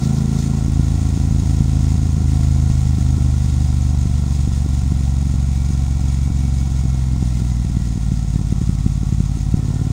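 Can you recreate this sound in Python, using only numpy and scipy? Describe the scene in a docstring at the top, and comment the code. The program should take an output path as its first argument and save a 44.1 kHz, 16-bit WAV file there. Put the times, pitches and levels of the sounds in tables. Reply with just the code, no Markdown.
"""The deep beat of a V-twin motorcycle pulling along a mountain road, close up, from a microphone
mounted beside its silencer. The throttle soon shuts: late burns pop and burble in the pipe while
the revs sink, and at the very end the engine picks up again. Gas rasps and hisses with each exhaust
stroke. Behind it the valve gear ticks, the gears whine faintly, loose metal buzzes during the first
pull, and wind rumbles around the microphone."""
import sys
import numpy as np
from scipy import signal
from scipy.fft import rfft, irfft, next_fast_len
from scipy.io import wavfile
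from scipy.ndimage import uniform_filter1d, map_coordinates

SR = 44100
rng = np.random.default_rng(int(sys.argv[2]) if len(sys.argv) > 2 else 0)


def persist_wave(psi):
    """Save psi, clipped to +-1, as 16-bit WAV."""
    counts = np.round(np.clip(psi, -1, 1) * 32767).astype(np.int16)
    wavfile.write(sys.argv[1], SR, np.atleast_2d(counts).T)


N = 437472

# engine speed in four-stroke cycles: time_s, speed_hz
ENGINE_SPEED = [(0.0, 26.836), (0.3, 27.38), (0.6, 27.15), (1.3, 27.131), (2.3, 26.445), (2.8, 25.885),
                (4.5, 23.497), (5.0, 22.986), (6.2, 22.796), (6.6, 22.528), (7.5, 20.357), (8.0, 18.78),
                (8.4, 17.92), (8.9, 17.661), (9.5, 17.637), (9.92, 18.46)]
# throttle, from 0 (shut) to 1 (wide open): time_s, opening
THROTTLE_OPENING = [(0, 0.4), (.3, 0.28), (.58, 0.23), (.68, 0), (.9, 0), (9.55, 0), (9.575, 0.37),
                    (9.92, 0.37)]
# wind around the microphone: frequency_hz, density_db
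WIND_SPECTRUM = [(15, -48), (50, -63), (150, 10), (280, 5.5), (450, -25), (1000, -61)]
# gear whines: teeth_per_cycle, start_s, end_s, level_db
GEAR_WHINES = [(32, 2.4, 3.6, -52), (32, 6.7, 7.7, -53), (72, 7.6, 9.92, -58), (64, 8.4, 9.6, -56),
               (100, 4.8, 8.5, -55), (100, 9.55, 10.1, -58)]
# loose metal buzzing under load: centre_s, level_db
RATTLE_SWELLS = [(0.04, -41), (.18, -41), (.395, -41)]
# colour of that buzz: frequency_hz, density_db
RATTLE_SPECTRUM = [(2500, -32.5), (3700, 0), (5000, 3), (6300, 2), (9000, -16)]
# ringing steel parts: pitch_hz, width_hz, gain_db
STEEL_MODES = [(3810, 55, -3.5), (4360, 190, -6), (4970, 20, 6), (6570, 94, 6), (6775, 31, 4.5),
               (7110, 220, -1), (9080, 240, 0.5)]
# gas hiss, also the colour of the valve ticks: frequency_hz, density_db
HISS_SPECTRUM = [(1200, -30), (1650, -8), (1900, -0.5), (2300, -3.5), (2750, -4.5), (3000, -7.5),
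                 (3400, -2), (4750, -5), (5050, -1.5), (6600, -1.5), (9000, -5.5), (10400, -17.5),
                 (11000, -16), (12600, -24.5), (14500, -16)]
# gas rasp in the pipe: frequency_hz, density_db
RASP_SPECTRUM = [(250, 7), (400, -5.5), (500, -2.5), (580, -9.5), (690, 0), (755, 3.5), (820, -4.5),
                 (950, -4.5), (1110, -5), (1230, -18), (1310, -4.5), (1420, -5.5), (1600, -21.5),
                 (2200, -47)]
# the pipe's ring under load: frequency_hz, density_db
PIPE_SPECTRUM = [(600, -39), (720, 8), (760, 10), (800, -6), (950, -37)]
# loud pops of late burns on the overrun: time_s, relative_size_db
LOUD_POPS = [(0.6825, -13.3), (0.7955, -13.8), (1.1752, -13.6), (1.3099, -13.5), (1.434, -13.6),
             (1.6066, -11.8), (1.9557, -14.3), (2.1674, -14.7), (2.1813, -13.5), (2.7002, -14.4),
             (2.9843, -13.0), (3.181, -14.2), (4.056, -13.6), (4.1966, -15.2), (4.4757, -13.3),
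             (4.662, -15.2), (4.9207, -12.5), (5.7051, -14.0), (6.3026, -14.2), (6.8544, -15.0),
             (7.2263, -12.7), (7.648, -15.5), (7.7693, -13.9), (7.9573, -15.5), (7.9765, -15.9),
             (8.1188, -14.8), (8.3592, -15.2), (8.5245, -11.5), (8.6156, -13.6), (8.6935, -11.4),
             (8.8631, -10.4), (9.0322, -14.9), (9.1251, -12.8), (9.2039, -12.6), (9.372, -16.9),
             (9.5417, -10.2)]
# pressure wave of one piston stroke: frequency_hz, gain_db
STROKE_SPECTRUM = [(12, -55), (24, -24), (36, -14), (46, -1), (55, 7.5), (80, 10.5), (100, -5), (130, 8.5),
                   (160, -5.5), (185, -5), (210, -6.5), (270, -11), (370, -31.5), (550, -43), (1200, -74)]

# Level laws: shut_throttle_cruise_db, per_octave_of_revs_db, full_throttle_adds_db
CLATTER_LEVEL = (-41.5, 2.4, 1)  # valve gear
HISS_LEVEL = (-43, 4.4, 1)  # gas hiss
RASP_LEVEL = (-37, 6.9, 6.3)  # gas rasp
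PUSH_LEVEL = (-3, -4, -11.5)  # piston's push
EDGE_GAIN = (0, 80, 12)  # upper band of that push
CRUISE_HZ = 25  # engine cycles a second


def amp(db):
    """Decibels to gain."""
    return 10 ** (np.asarray(db) / 20)


def unit(x):
    """x at rms 1."""
    return x / np.sqrt(np.mean(x ** 2) + 1e-20)


def curve(rows):
    """One value per sample from (time_s, value) rows."""
    return np.interp(np.arange(N) / SR, *np.transpose(rows))


def at(values, times):
    """A per-sample curve read at the given times."""
    return np.interp(times * SR, np.arange(N), values)


def wobble(rate_hz):
    """A smooth random curve with rate_hz knots a second."""
    knots = rng.standard_normal(int(N * rate_hz / SR) + 4)
    return map_coordinates(knots, [np.arange(N) * rate_hz / SR])


def filtered(x, response):
    """x times a complex response of frequency."""
    padded = next_fast_len(N + SR // 2)
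    return irfft(rfft(x, padded) * response(np.fft.rfftfreq(padded, 1 / SR)), padded)[:N]


def coloured(x, spectrum):
    """x through a spectrum read on a log frequency axis."""
    knots_hz, db = np.transpose(spectrum)
    return filtered(x, lambda hz: amp(np.interp(np.log(hz + 1), np.log(knots_hz), db)))


def resonance(hz, pitch_hz, width_hz):
    """Response of one damped mode, 1 at its pitch."""
    return 1j * hz * width_hz / (pitch_hz ** 2 - hz ** 2 + 1j * hz * width_hz)


def pulses(times, sizes):
    """Impulses; size 1 has the area of one millisecond at full scale."""
    where = np.clip(np.round(times * SR).astype(int), 0, N)
    return np.bincount(where, sizes * SR / 1000, N + 1)[:N]


def law_db(law, speed, throttle):
    """Level of a layer from the revs and the throttle."""
    cruise_db, octave_db, load_db = law
    return cruise_db + octave_db * np.log2(speed / CRUISE_HZ) + load_db * throttle


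def wind(level_db, gust_db):
    """Air rumbles unevenly around the microphone."""
    return amp(level_db + gust_db * wobble(7)) * unit(coloured(rng.standard_normal(N), WIND_SPECTRUM))


def gear_whine(cycle, waver_db, smear_rad):
    """Meshing teeth sing at a pitch that follows the revs; each tone swells and fades."""
    t, whine = np.arange(N) / SR, np.zeros(N)
    for teeth, start_s, end_s, db in GEAR_WHINES:
        progress = np.clip((t - start_s) / (end_s - start_s), 0, 1)
        swell = np.sqrt(np.abs(np.sin(np.pi * progress)))
        gain = amp(db + waver_db * wobble(17))
        whine += swell * gain * np.sin(2 * np.pi * teeth * cycle + smear_rad * wobble(40))
    return whine


def rattles(width_s):
    """Loose metal buzzes in short swells."""
    t = np.arange(N) / SR
    swells = sum(amp(db) * np.exp(-((t - centre_s) / width_s) ** 2) for centre_s, db in RATTLE_SWELLS)
    return swells * unit(coloured(rng.standard_normal(N), RATTLE_SPECTRUM))


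def valve_clatter(cycle, per_cycle, scatter_db, jitter_s, decay_s):
    """Valve gear and chain tick unevenly with the shaft and set the steel parts ringing."""
    times = np.interp(np.arange(int(cycle[-1] * per_cycle)) / per_cycle, cycle, np.arange(N) / SR)
    size, slip = rng.standard_normal((len(times), 2)).T
    hits = pulses(times + jitter_s * slip, amp(scatter_db * np.minimum(size, 2)))
    envelope = signal.lfilter([1], [1, -np.exp(-1 / (decay_s * SR))], hits)
    ticks = unit(coloured(envelope * rng.standard_normal(N), HISS_SPECTRUM))
    steel = lambda hz: sum(amp(db) * resonance(hz, pitch, width) for pitch, width, db in STEEL_MODES)
    return amp(-10.5) * ticks + amp(-8) * unit(filtered(ticks, steel))


def puffs(train, width_s):
    """Gas flow: a soft swell around each impulse, of mean 1."""
    swell = np.abs(filtered(train, lambda hz: np.exp(-np.minimum(hz * width_s, 10) ** 2)))
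    return swell / swell.mean()


def gas_rush(flow, spectrum, depth):
    """Turbulent noise whose power rises with the gas flow, at an even long-term level."""
    power = 1 + depth * flow
    power = power / uniform_filter1d(power, size=SR // 4)
    return unit(coloured(np.sqrt(power) * rng.standard_normal(N), spectrum))


def stroke_times(cycle, first_phase):
    """The cylinders stand at a right angle, so their strokes come 3/8 and 5/8 of a cycle apart."""
    marks = (np.arange(int(cycle[-1]) + 1)[:, None] + first_phase + [0, 3 / 8]).ravel()
    return np.interp(marks[marks < cycle[-1]], cycle, np.arange(N) / SR)


def late_burns(strokes, throttle, chance, burble_db, spread_db):
    """Off the throttle only some charges catch, late. Times and sizes, with the loudest pop at 1."""
    pop_s, pop_db = np.transpose(LOUD_POPS)
    luck, size = rng.random(len(strokes)), rng.standard_normal(len(strokes))
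    clear_of_pops = np.abs(strokes[:, None] - pop_s).min(axis=1) > .01
    caught = clear_of_pops & (luck < chance) & (at(throttle, strokes) < .2)
    times = np.append(pop_s, strokes[caught] - .002)  # a burn leaves the valve just before the push
    size_db = np.append(pop_db, burble_db + spread_db * size[caught])
    return times, amp(size_db - pop_db.max())


def afterburns(burns, gain_db, exponent):
    """Late burns pop in the pipe; a high exponent favours the biggest."""
    times, sizes = burns
    return pulses(times, amp(gain_db) * sizes ** exponent)


def firings(strokes, speed, throttle, lead_cycles, gain_db, second_cylinder_db, scatter_db):
    """Under load, burnt gas bursts out as the valve opens, ahead of the push; one cylinder is louder."""
    cylinder = np.arange(len(strokes)) % 2
    size_db = gain_db + second_cylinder_db * cylinder + scatter_db * rng.standard_normal(len(strokes))
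    return pulses(strokes - lead_cycles / at(speed, strokes), at(throttle, strokes) * amp(size_db))


def silencer(bursts, soft_hz, body_hz, width_hz, outlet_hz):
    """The silencer rounds each burst and rings at one pitch; its small outlet radiates no deep bass."""
    rounding = lambda hz: 1 / np.cosh(np.minimum(hz / soft_hz, 20))
    outlet = lambda hz: 1j * hz / (outlet_hz + 1j * hz)
    return filtered(bursts, lambda hz: resonance(hz, body_hz, width_hz) * rounding(hz) * outlet(hz))


def gas_left(strokes, burns, reach_s, share):
    """Share of its push that a stroke keeps: a late burn has already blown part of the gas out."""
    times, sizes = burns
    near = np.abs(strokes[:, None] - times) < reach_s
    return 1 - np.clip(share * (near @ sizes), 0, .9)


def piston_beat(strokes, burns, speed, throttle, scatter_db, jitter_s, edge_hz, max_edge_db):
    """Each stroke draws gas back, pushes it out and draws again; faster strokes have a harder edge."""
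    size, slip = rng.standard_normal((len(strokes), 2)).T
    pushes = amp(at(law_db(PUSH_LEVEL, speed, throttle), strokes) + scatter_db * size)
    pushes *= gas_left(strokes, burns, reach_s=.005, share=.39)
    wave = coloured(pulses(strokes + jitter_s * slip, pushes), STROKE_SPECTRUM)
    bass = filtered(wave, lambda hz: 1 / (1 + (hz / edge_hz) ** 6))
    edge_db = np.minimum(law_db(EDGE_GAIN, speed, throttle), max_edge_db)
    return bass + (wave - bass) * amp(edge_db)


def scene():
    """Beside the silencer: one crankshaft drives the exhaust beat, its gas noise and the machinery."""
    speed, throttle = curve(ENGINE_SPEED), curve(THROTTLE_OPENING)
    cycle = np.cumsum(speed) / SR
    strokes = stroke_times(cycle, first_phase=.64)
    burns = late_burns(strokes, throttle, chance=.17, burble_db=-18.5, spread_db=1.5)
    beat = piston_beat(strokes, burns, speed, throttle,
                       scatter_db=.54, jitter_s=.00008, edge_hz=260, max_edge_db=12.5)
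    fired = firings(strokes, speed, throttle,
                    lead_cycles=.15, gain_db=11, second_cylinder_db=2.5, scatter_db=1.2)
    bark = silencer(fired, soft_hz=155, body_hz=141, width_hz=93, outlet_hz=24.8)
    popped = afterburns(burns, gain_db=15.5, exponent=.96)
    burble = silencer(popped, soft_hz=95.2, body_hz=146, width_hz=196, outlet_hz=34)
    # at low revs the biggest burns steepen into a harder crack
    steepened = afterburns(burns, gain_db=2, exponent=1.6) * (speed.min() / speed) ** 2
    crack = silencer(steepened, soft_hz=285, body_hz=178, width_hz=22, outlet_hz=44.5)

    flow = puffs(pulses(strokes - .0012, np.ones(len(strokes))), width_s=.0065)
    blast = puffs(fired + popped, width_s=.0014)
    rasp = gas_rush(flow + .25 * blast, RASP_SPECTRUM, depth=.19)
    rasp *= amp(law_db(RASP_LEVEL, speed, throttle))
    pipe_ring = amp(-45.5) * throttle * gas_rush(flow, PIPE_SPECTRUM, depth=.19)
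    flutter_db = .7 * wobble(16) + .35 * wobble(45)  # the treble flutters
    hiss = gas_rush(flow, HISS_SPECTRUM, depth=.23)
    hiss *= amp(law_db(HISS_LEVEL, speed, throttle) + flutter_db)

    clatter = valve_clatter(cycle, per_cycle=8, scatter_db=4, jitter_s=.0007, decay_s=.0035)
    clatter *= amp(law_db(CLATTER_LEVEL, speed, throttle) + flutter_db)
    air = wind(level_db=-35, gust_db=2)
    machinery = gear_whine(cycle, waver_db=2.5, smear_rad=.6) + rattles(width_s=.025) + clatter
    return air + machinery + hiss + pipe_ring + rasp + crack + burble + bark + beat


def record(dry):
    """The microphone keeps nothing above its band limit."""
    return filtered(dry, lambda hz: hz < 15750)


dry = scene()
out = record(dry)
persist_wave(out)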